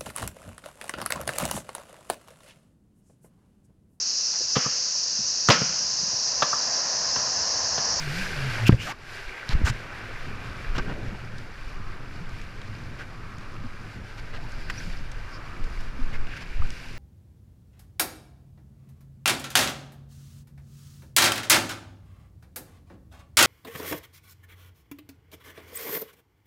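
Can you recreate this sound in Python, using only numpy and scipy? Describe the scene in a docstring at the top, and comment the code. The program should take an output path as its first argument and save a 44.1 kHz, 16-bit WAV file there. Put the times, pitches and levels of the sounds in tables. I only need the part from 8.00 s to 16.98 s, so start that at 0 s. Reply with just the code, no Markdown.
"""A windsurfer hauls the rig out of the whitewater and gets under way, heard from a waterproof camera case.
At first breakers roar, foam bubbles and fizzes, and wind hums as it swirls off the case.
At 0.7 s the rig bumps the case hard, wet cloth brushes it, and the sail briefly shields it.
Near 1.6 s and 2.8 s come gusts, splashes and softer bumps. Then the foam thins out: wind buffets
the case, water sloshes along the board, drops tick, bubbles gulp, and a knock rings at 6.7 s."""
import sys
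import numpy as np
from scipy import signal
from scipy.fft import rfft, irfft, next_fast_len
from scipy.io import wavfile
from scipy.ndimage import uniform_filter1d

SR = 44100
rng = np.random.default_rng(int(sys.argv[2]) if len(sys.argv) > 2 else 0)


def bounce(signal):
    """Save signal as a 16-bit WAV file at the path given by the first command-line argument."""
    frames = np.transpose(np.atleast_2d(signal))
    limited = np.clip(frames, -1, 1)
    pcm = np.round(limited * 32767).astype(np.int16)
    wavfile.write(sys.argv[1], SR, pcm)


N = 396018  # about 9 seconds
T = np.arange(N) / SR


def undb(db):
    """Turn decibels into a number to multiply by."""
    return 10 ** (np.asarray(db) / 20)


def unit(x):
    """Scale a sound to an average (rms) strength of 1."""
    return x / np.sqrt(np.mean(x ** 2))


def curves(table):
    """Join a table's rows with straight lines in time, giving one curve for each value column."""
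    times, *columns = np.transpose(table)
    return [np.interp(T, times, column) for column in columns]


def add(out, s, sound):
    """Mix a sound in at s seconds."""
    i = max(int(s * SR), 0)
    out[i:i + len(sound)] += sound[:N - i]


def colour(x, spectrum):
    """Shape a sound's tone with (frequency [Hz], level [dB]) points, fading beyond both ends."""
    hz, db = np.transpose(spectrum)
    size = next_fast_len(len(x))
    f = np.maximum(np.fft.rfftfreq(size, 1 / SR), 1)
    gain = undb(np.interp(np.log(f), np.log(hz), db))
    edge_fade = np.minimum(np.minimum(f / hz[0], hz[-1] / f), 1) ** 2
    return irfft(rfft(x, size) * gain * edge_fade, size)[:len(x)]


def wander(per_s):
    """A smooth random drift, typically about 1 either side of zero."""
    hold = max(int(SR / per_s), 1)
    steps = np.repeat(rng.standard_normal(N // hold + 2), hold)
    return 1.3 * uniform_filter1d(uniform_filter1d(steps, hold), hold)[:N]


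def swelling(steady_db, swells):
    """The level in dB of a steady sound plus swells of (time [s], half length [s], level [dB])."""
    power = sum((undb(db) * np.exp(-((T - s) / half) ** 2)) ** 2 for s, half, db in swells)
    return 10 * np.log10(undb(steady_db) ** 2 + power)


def sail_shield(start_s, end_s, db, fade_s=0.051):
    """A gain that dips while the swinging sail is in the way."""
    return undb(db * np.clip(np.minimum(T - start_s, end_s - T) / fade_s + .5, 0, 1))


def clicks(per_s, spread_db, size):
    """Tiny impacts at random moments: many small, a few large."""
    hit = rng.random(size) < per_s / SR
    return hit * rng.choice([-1, 1], size) * undb(spread_db * np.minimum(rng.exponential(size=size), 5))


def bubble(hz, cycles, rise_octaves):
    """A ring that rises in pitch and fades by 60 dB, as a pocket of air does near the surface."""
    life_s = cycles / hz
    t = np.arange(int(life_s * SR) + 2) / SR
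    pitch = hz * 2 ** (rise_octaves * t / life_s)
    envelope = undb(-60 * t / life_s) * (1 - np.exp(-t * hz))
    return np.sin(2 * np.pi * np.cumsum(pitch) / SR) * envelope


def bubble_cloud(low_hz, high_hz, cycles, spread_db, count):
    """Bubbles of many sizes pop up at random moments; smaller ones ring higher."""
    out = np.zeros(N)
    for when, smallness, strength in rng.random((count, 3)):
        hz = low_hz * (high_hz / low_hz) ** smallness
        db = spread_db * min(-np.log(1 - strength), 5)
        add(out, when * N / SR, undb(db) * bubble(hz, cycles, rise_octaves=0.24))
    return unit(out)


def sea():
    """Breakers roar further off; close by, foam bubbles and its skin bursts in a fine fizz."""
    # tone of the breakers, the foam and the fizz: (frequency [Hz], relative level [dB])
    roar_tone = [(150, -13), (300, 2), (520, 2), (730, 2.5), (860, 3), (1150, 3.5), (1400, 7), (1900, 2),
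                 (3500, -21)]
    foam_tone = [(600, -31), (1100, -47), (1380, -7), (1570, 1.5), (1800, -1), (2050, -0.5), (2400, 1),
                 (2850, -5.5), (3150, -8), (4200, -12.5), (7000, -31)]
    fizz_tone = [(2000, -1.5), (3200, -4), (4100, -2), (4850, 0.5), (5700, -4), (6600, -9), (7400, -12.5),
                 (8200, -14.5), (10300, -15), (13000, -20.5), (15000, -29)]
    # whitewater round the board, thinning as it gets going: (time [s], foam level [dB])
    wash = [(0, -39), (.6, -33), (.8, -51.5), (1.4, -41.5), (1.8, -42.5), (2.7, -43.5), (3.5, -49),
            (5.9, -50.5), (6.55, -47), (7.2, -48.5), (8.98, -49.5)]
    # wave crests collapsing close by: (time [s], half length [s], foam level [dB], fizz level [dB])
    crests = [(0.18, 0.28, -39.5, -38), (.55, 0.29, -43, -41), (1.159, 0.15, -43.5, -48.5),
              (4.417, 0.12, -51, -57), (6.495, 0.084, -55, -52), (6.82, 0.14, -47, -49),
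              (7.745, 0.11, -58, -54.5), (8.36, 0.065, -43, -54), (8.827, 0.33, -54, -51)]
    wash_db, = curves(wash)
    extra_db = wash_db + 49.5  # how far the wash is above that of open water
    roar_db = -48 + 0.81 * extra_db
    foam_db = swelling(wash_db, [(s, half, db) for s, half, db, _ in crests])
    fizz_db = swelling(-55.5 + 0.5 * extra_db, [(s, half, db) for s, half, _, db in crests])
    roar = rng.standard_normal(N)
    roar += undb(-16) * bubble_cloud(331, 1583, cycles=18.4, spread_db=1.5, count=1500)
    foam = rng.standard_normal(N)
    foam += undb(-9.5) * bubble_cloud(1020, 3600, cycles=22, spread_db=2.5, count=5000)
    fizz = rng.standard_normal(N)
    fizz += undb(-10.5) * bubble_cloud(3090, 9300, cycles=9.1, spread_db=3.5, count=4000)
    fizz += undb(-2.5) * unit(clicks(per_s=2500, spread_db=1.06, size=N))
    churn = wander(per_s=22)  # each slop of water lifts foam and fizz together
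    out = unit(colour(roar, roar_tone)) * undb(roar_db + wander(per_s=10))
    out += unit(colour(foam, foam_tone)) * undb(foam_db + 0.84 * churn)
    out += unit(colour(fizz, fizz_tone)) * undb(fizz_db + 1.02 * churn)
    return out * sail_shield(0.69, 1.085, db=-3)


def wind():
    """Big swirls of air buffet the case slowly, small ones rumble round it, and gusts lift both."""
    # tone of the buffeting and the rumble: (frequency [Hz], relative level [dB])
    buffet_tone = [(5, -19), (11, 6), (16, -12.5), (24, -5), (40, -14.5), (65, -21), (110, -42), (250, -59)]
    rumble_tone = [(40, -11.5), (80, -6), (112, -1), (135, -6.5), (170, -12.5), (240, -14), (400, -22),
                   (700, -28), (1500, -41)]
    # gusts: (time [s], half length [s], buffeting level [dB], rumble level [dB])
    gusts = [(.35, 0.33, -35.5, -45), (0.705, 0.24, -48, -37), (1.27, .045, -22, -60),
             (1.644, 0.084, -22.5, -34), (2.297, 0.074, -55, -39.5), (2.505, 0.19, -40, -40.5),
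             (2.755, 0.098, -24, -43), (3.024, 0.26, -32.5, -42.5), (3.763, 0.2, -30.5, -64),
             (4.25, 0.37, -37.5, -47.5), (4.85, 0.67, -51, -44.5), (5.628, 0.13, -37.5, -42.5),
             (6.256, .08, -34, -46), (6.802, 0.53, -31.5, -48), (7.24, 0.066, -29.5, -60),
             (7.731, 0.16, -26.5, -49), (8.09, 0.35, -29, -45), (8.612, 0.14, -25.5, -59)]
    # single whirls of air that thud past the case: (time [s], half length [s], peak level [dB])
    whirls = [(1.549, 0.0056, -11.5), (1.564, 0.014, -14), (1.646, 0.0035, -8.5), (2.704, 0.011, -20),
              (7.635, 0.014, -15.5), (8.038, 0.017, -15.5), (8.208, 0.03, -20), (8.604, 0.0035, -17),
              (8.624, 0.024, -12)]
    buffet_db = swelling(-39, [(s, half, db) for s, half, db, _ in gusts])
    rumble_db = swelling(-44, [(s, half, db) for s, half, _, db in gusts])
    out = unit(colour(rng.standard_normal(N), buffet_tone)) * undb(buffet_db)
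    out += unit(colour(rng.standard_normal(N), rumble_tone)) * undb(rumble_db + 1.55 * wander(per_s=18))
    out *= sail_shield(0.88, 1.47, db=-8)
    for s, half, db in whirls:
        distance = (T[:SR // 2] - .25) / half
        thud = (distance ** 2 - 1) * np.exp(-distance ** 2 / 2)  # sucks mid-whirl, pushes either side
        add(out, s - .25, undb(db) * thud)
    return out


def wind_hum():
    """In even wind, swirls peel off the case in a regular beat and hum; faster air hums higher."""
    # the hum: (time [s], pitch [Hz], level [dB])
    hum = [(0, 155.8, -39), (.1, 139.4, -32), (.2, 187, -35.5), (.3, 178.3, -45), (.385, 139.3, -35),
           (.47, 130.6, -26), (.56, 110.3, -39), (.66, 111, -22.5), (.7, 111.7, -37)]
    hz, db = curves(hum)
    phase = 2 * np.pi * np.cumsum(hz * (1 + 0.024 * wander(per_s=63))) / SR
    tone = np.sqrt(2) * (np.sin(phase) + undb(-21) * np.sin(2 * phase))
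    return tone * undb(db + wander(per_s=46)) * (T < hum[-1][0])


def swishes():
    """Rushing noise rings in a gap: moving cloth shifts the pitch, the hollow by the board holds it."""
    # wet cloth and water sliding past the case:
    # (time [s], half length [s], level [dB], pitch [Hz], glide [octaves/s], band width [Hz])
    slides = [(0.674, 0.015, -24, 2760, 2.5, 600), (0.736, 0.011, -32, 500, 0, 200),
              (0.816, 0.031, -35, 2660, 4, 700), (0.874, 0.017, -34, 1368, -13, 200),
              (0.896, 0.041, -38.5, 785, 12.5, 90), (0.911, .013, -36, 1128, 2.5, 90),
              (2.833, .057, -38.5, 277.4, 0, 300), (2.972, 0.11, -40.5, 400, -1.5, 550),
              (6.42, 0.077, -49.5, 816, 6, 200), (6.718, .2, -53.5, 4810, 0, 900),
              (6.787, .007, -38.5, 5800, 9, 300), (7.349, 0.026, -47.5, 5000, 0.5, 900),
              (8.327, .022, -40.5, 2114, -1.5, 900), (8.699, 0.56, -50, 2430, 0, 700)]
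    # water sloshing along the board: (time [s], half length [s], level [dB])
    sloshes = [(2.506, 0.41, -46.5), (3.82, 0.21, -47.5), (4.499, 0.63, -54), (5.449, 0.47, -48),
               (7.399, 0.21, -47), (7.899, 0.55, -50.5)]
    hollow_hz, hollow_width_hz = 1195, 285
    in_hollow = [(s, half, db, hollow_hz, 0, hollow_width_hz) for s, half, db in sloshes]
    out, t = np.zeros(N), T[:SR] - .5
    for s, half, db, hz, glide, width_hz in slides + in_hollow:
        rush = rng.standard_normal(SR) + 1j * rng.standard_normal(SR)
        flutter = signal.sosfilt(signal.butter(2, width_hz / SR, output="sos"), rush)
        phase = 2 * np.pi * np.cumsum(hz * 2 ** np.clip(glide * t, -1, 1)) / SR
        swish = unit((flutter * np.exp(1j * phase)).real)  # moves the slow flutter up to the pitch
        add(out, s - .5, undb(db) * swish * np.exp(-(t / half) ** 2))
    return out


def splashes_and_cracks():
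    """Splashes and two sharp blows hit the case: dense crackle builds up, holds and dies away."""
    # tone of the crackle: (frequency [Hz], relative level [dB])
    tone = [(150, 7), (400, 0.5), (800, 1), (1600, 6.5), (2100, 2), (2800, -0.5), (3600, -6), (5200, -8),
            (8000, -22), (15000, -33)]
    # splashes, plus the sharp crack of the bump at 0.69 s and a knock at 6.7 s:
    # (start [s], length [s], level [dB], ring pitch [Hz], ring boost [dB], treble tilt [dB/octave])
    bursts = [(0.663, 0.02, -27, 2950, 6, 7), (0.6924, 0.0035, -18, 1130, 8, -4.5),
              (0.786, 0.13, -37, 6340, 2.5, 4), (0.858, 0.066, -34, 2180, 5, 0.5),
              (1.492, 0.042, -32, 4130, 6.5, 0.5), (1.665, 0.016, -22, 1450, 10.5, -1.5),
              (1.645, 0.057, -29, 7400, 8, 2.5), (2.746, 0.026, -31.5, 1900, -2, -1),
              (2.779, 0.019, -25.5, 1450, 8.5, -4.5), (2.78, 0.0074, -34.5, 5370, 17, 2),
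              (2.868, 0.058, -29.5, 300, 5.5, -4.5), (4.982, 0.044, -39, 1650, 6, 0),
              (6.172, 0.026, -44, 4960, 5, 1.5), (6.325, .05, -40, 4000, 4.5, -1),
              (6.698, 0.0071, -27, 1830, 7, 2), (7.803, 0.0077, -39.5, 2500, 3, 1.5),
              (8.123, .04, -38.5, 2050, 7.5, 0.5), (8.365, 0.011, -39.5, 2380, 4, 2.5),
              (8.402, .027, -40.5, 4800, 2, 1)]
    build_share, fade_s = 0.27, 0.0043
    out, t = np.zeros(N), T[:2 ** 14]
    for s, length, db, ring_hz, ring_db, tilt_db in bursts:
        crackle = unit(clicks(per_s=5000, spread_db=2.1, size=len(t)))
        crackle += .5 * rng.standard_normal(len(t))
        tilted = [(hz, level + tilt_db * np.log2(hz / tone[0][0])) for hz, level in tone]
        burst = colour(crackle, tilted)
        burst += (undb(ring_db) - 1) * signal.lfilter(*signal.iirpeak(ring_hz, Q=3.5, fs=SR), burst)
        build = np.minimum(t / (build_share * length), 1)
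        fade = np.exp(-np.maximum(t - length, 0) / fade_s)
        add(out, s, undb(db) * unit(burst) * build * fade)
    return out


def bubbles_and_knock():
    """Single bubbles ring near the case, and the case itself rings once from a knock."""
    # single bubbles, and one ringing knock at 6.7 s: (time [s], level [dB], starting pitch [Hz])
    rings = [(1.43, -21.5, 1480), (3.117, -25.5, 194), (4.207, -29.5, 171), (5.641, -28, 233),
             (6.6985, -22, 1850), (6.867, -27.5, 171), (7.775, -27, 2120), (7.81, -30, 1490),
             (7.99, -26, 250), (8.337, -24, 1580), (8.621, -22, 1200)]
    out = np.zeros(N)
    for s, db, hz in rings:
        add(out, s, undb(db) * bubble(hz, cycles=23.3, rise_octaves=0.17))
    return out


def drops():
    """Drops and small knocks tick on the case, whose shell muffles the highest treble."""
    # ticks: (time [s], level [dB], strongest frequency [Hz], fade time [s])
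    ticks = [(0.7223, -28.5, 1800, 0.01), (1.4912, -24, 4500, 0.0013), (2.7806, -29.5, 2260, .003),
             (3.382, -41, 4600, .006), (4.293, -45, 6000, .002), (4.415, -44, 5500, .003),
             (4.6158, -36, 2600, 0.004), (5.384, -44, 5800, .0016), (6.6985, -34, 1900, 0.0031),
             (6.519, -46, 6000, .003), (6.928, -42, 4730, .002), (7.116, -42, 6000, 0.0045),
             (7.641, -42.5, 4760, .004), (8.27, -38.5, 2500, .0039), (8.705, -28.5, 5100, 0.00094)]
    muffle = signal.butter(2, 8400, fs=SR, output="sos")
    out, t = np.zeros(N), T[:SR // 14]
    for s, db, hz, fade_s in ticks:
        tone = [(hz / 8, -14), (hz / 2, -6), (hz, 0), (hz * 2, -14), (hz * 4, -32)]
        crack = signal.sosfilt(muffle, colour(rng.standard_normal(len(t)), tone))
        add(out, s, undb(db) * unit(crack) * np.exp(-t / fade_s))
    return out


def bumps():
    """The rig and the water bump the case, which shakes briefly on its mount."""
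    # notes the case rings at: (pitch [Hz], relative level [dB], time to fade by 60 dB [s])
    case_notes = [(73, -38, .05), (129, -0.5, 0.077), (184, 4, 0.032), (300, 2, 0.022), (1100, -15, 0.0043),
                  (2850, -12, .012)]
    # blows on the case: (time [s], peak level [dB], contact time [s])
    blows = [(0.693, 2.5, 0.0018), (0.718, -14, 0.0086), (0.7256, -4, 0.013), (0.737, -30, 0.0043),
             (0.7433, -10, 0.014), (1.494, -20, 0.0092), (1.55, -16, 0.0078), (1.616, -19.5, 0.0016),
             (1.698, -16, 0.012), (1.707, -22, 0.0089), (2.781, -24, 0.0015)]
    out, t = np.zeros(N), T[:SR // 4]
    ring = sum(undb(db - 60 * t / fade_s) * np.cos(2 * np.pi * hz * t) for hz, db, fade_s in case_notes)
    for s, db, contact_s in blows:
        push = t ** 2 * np.exp(-t / (contact_s / 6))  # a softer contact pushes longer and sounds duller
        bump = signal.fftconvolve(ring, push)[:len(t)]
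        add(out, s, -undb(db) * bump / np.abs(bump).max())
    return out


def through_shell(x):
    """Sound passes through the plastic shell, which boosts the pitches it naturally rings at."""
    # ringing bands of the shell: (pitch [Hz], band width [Hz], boost [dB])
    bands = [(1550, 59, 3.5), (2340, 38, 3), (2816, 110, 3), (4580, 67, 2), (7280, 260, 3), (7360, 100, 3)]
    return x + sum((undb(db) - 1) * signal.lfilter(*signal.iirpeak(hz, hz / width, fs=SR), x)
                   for hz, width, db in bands)


def scene():
    """Mix in mono; the sea, splashes, cracks and swishes pass through the shell and are turned down."""
    noises = undb(-1.87) * through_shell(sea() + splashes_and_cracks() + swishes())
    return (noises + wind() + wind_hum() + bubbles_and_knock() + drops() + bumps())[None]


def record(dry):
    """The hardest bump overloads the input and is clipped; treble above 15.3 kHz is cut."""
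    treble_cut = signal.ellip(8, .1, 60, 15300, fs=SR, output="sos")
    return signal.sosfiltfilt(treble_cut, np.clip(dry, -1, 1))


dry = scene()
out = record(dry)
bounce(out)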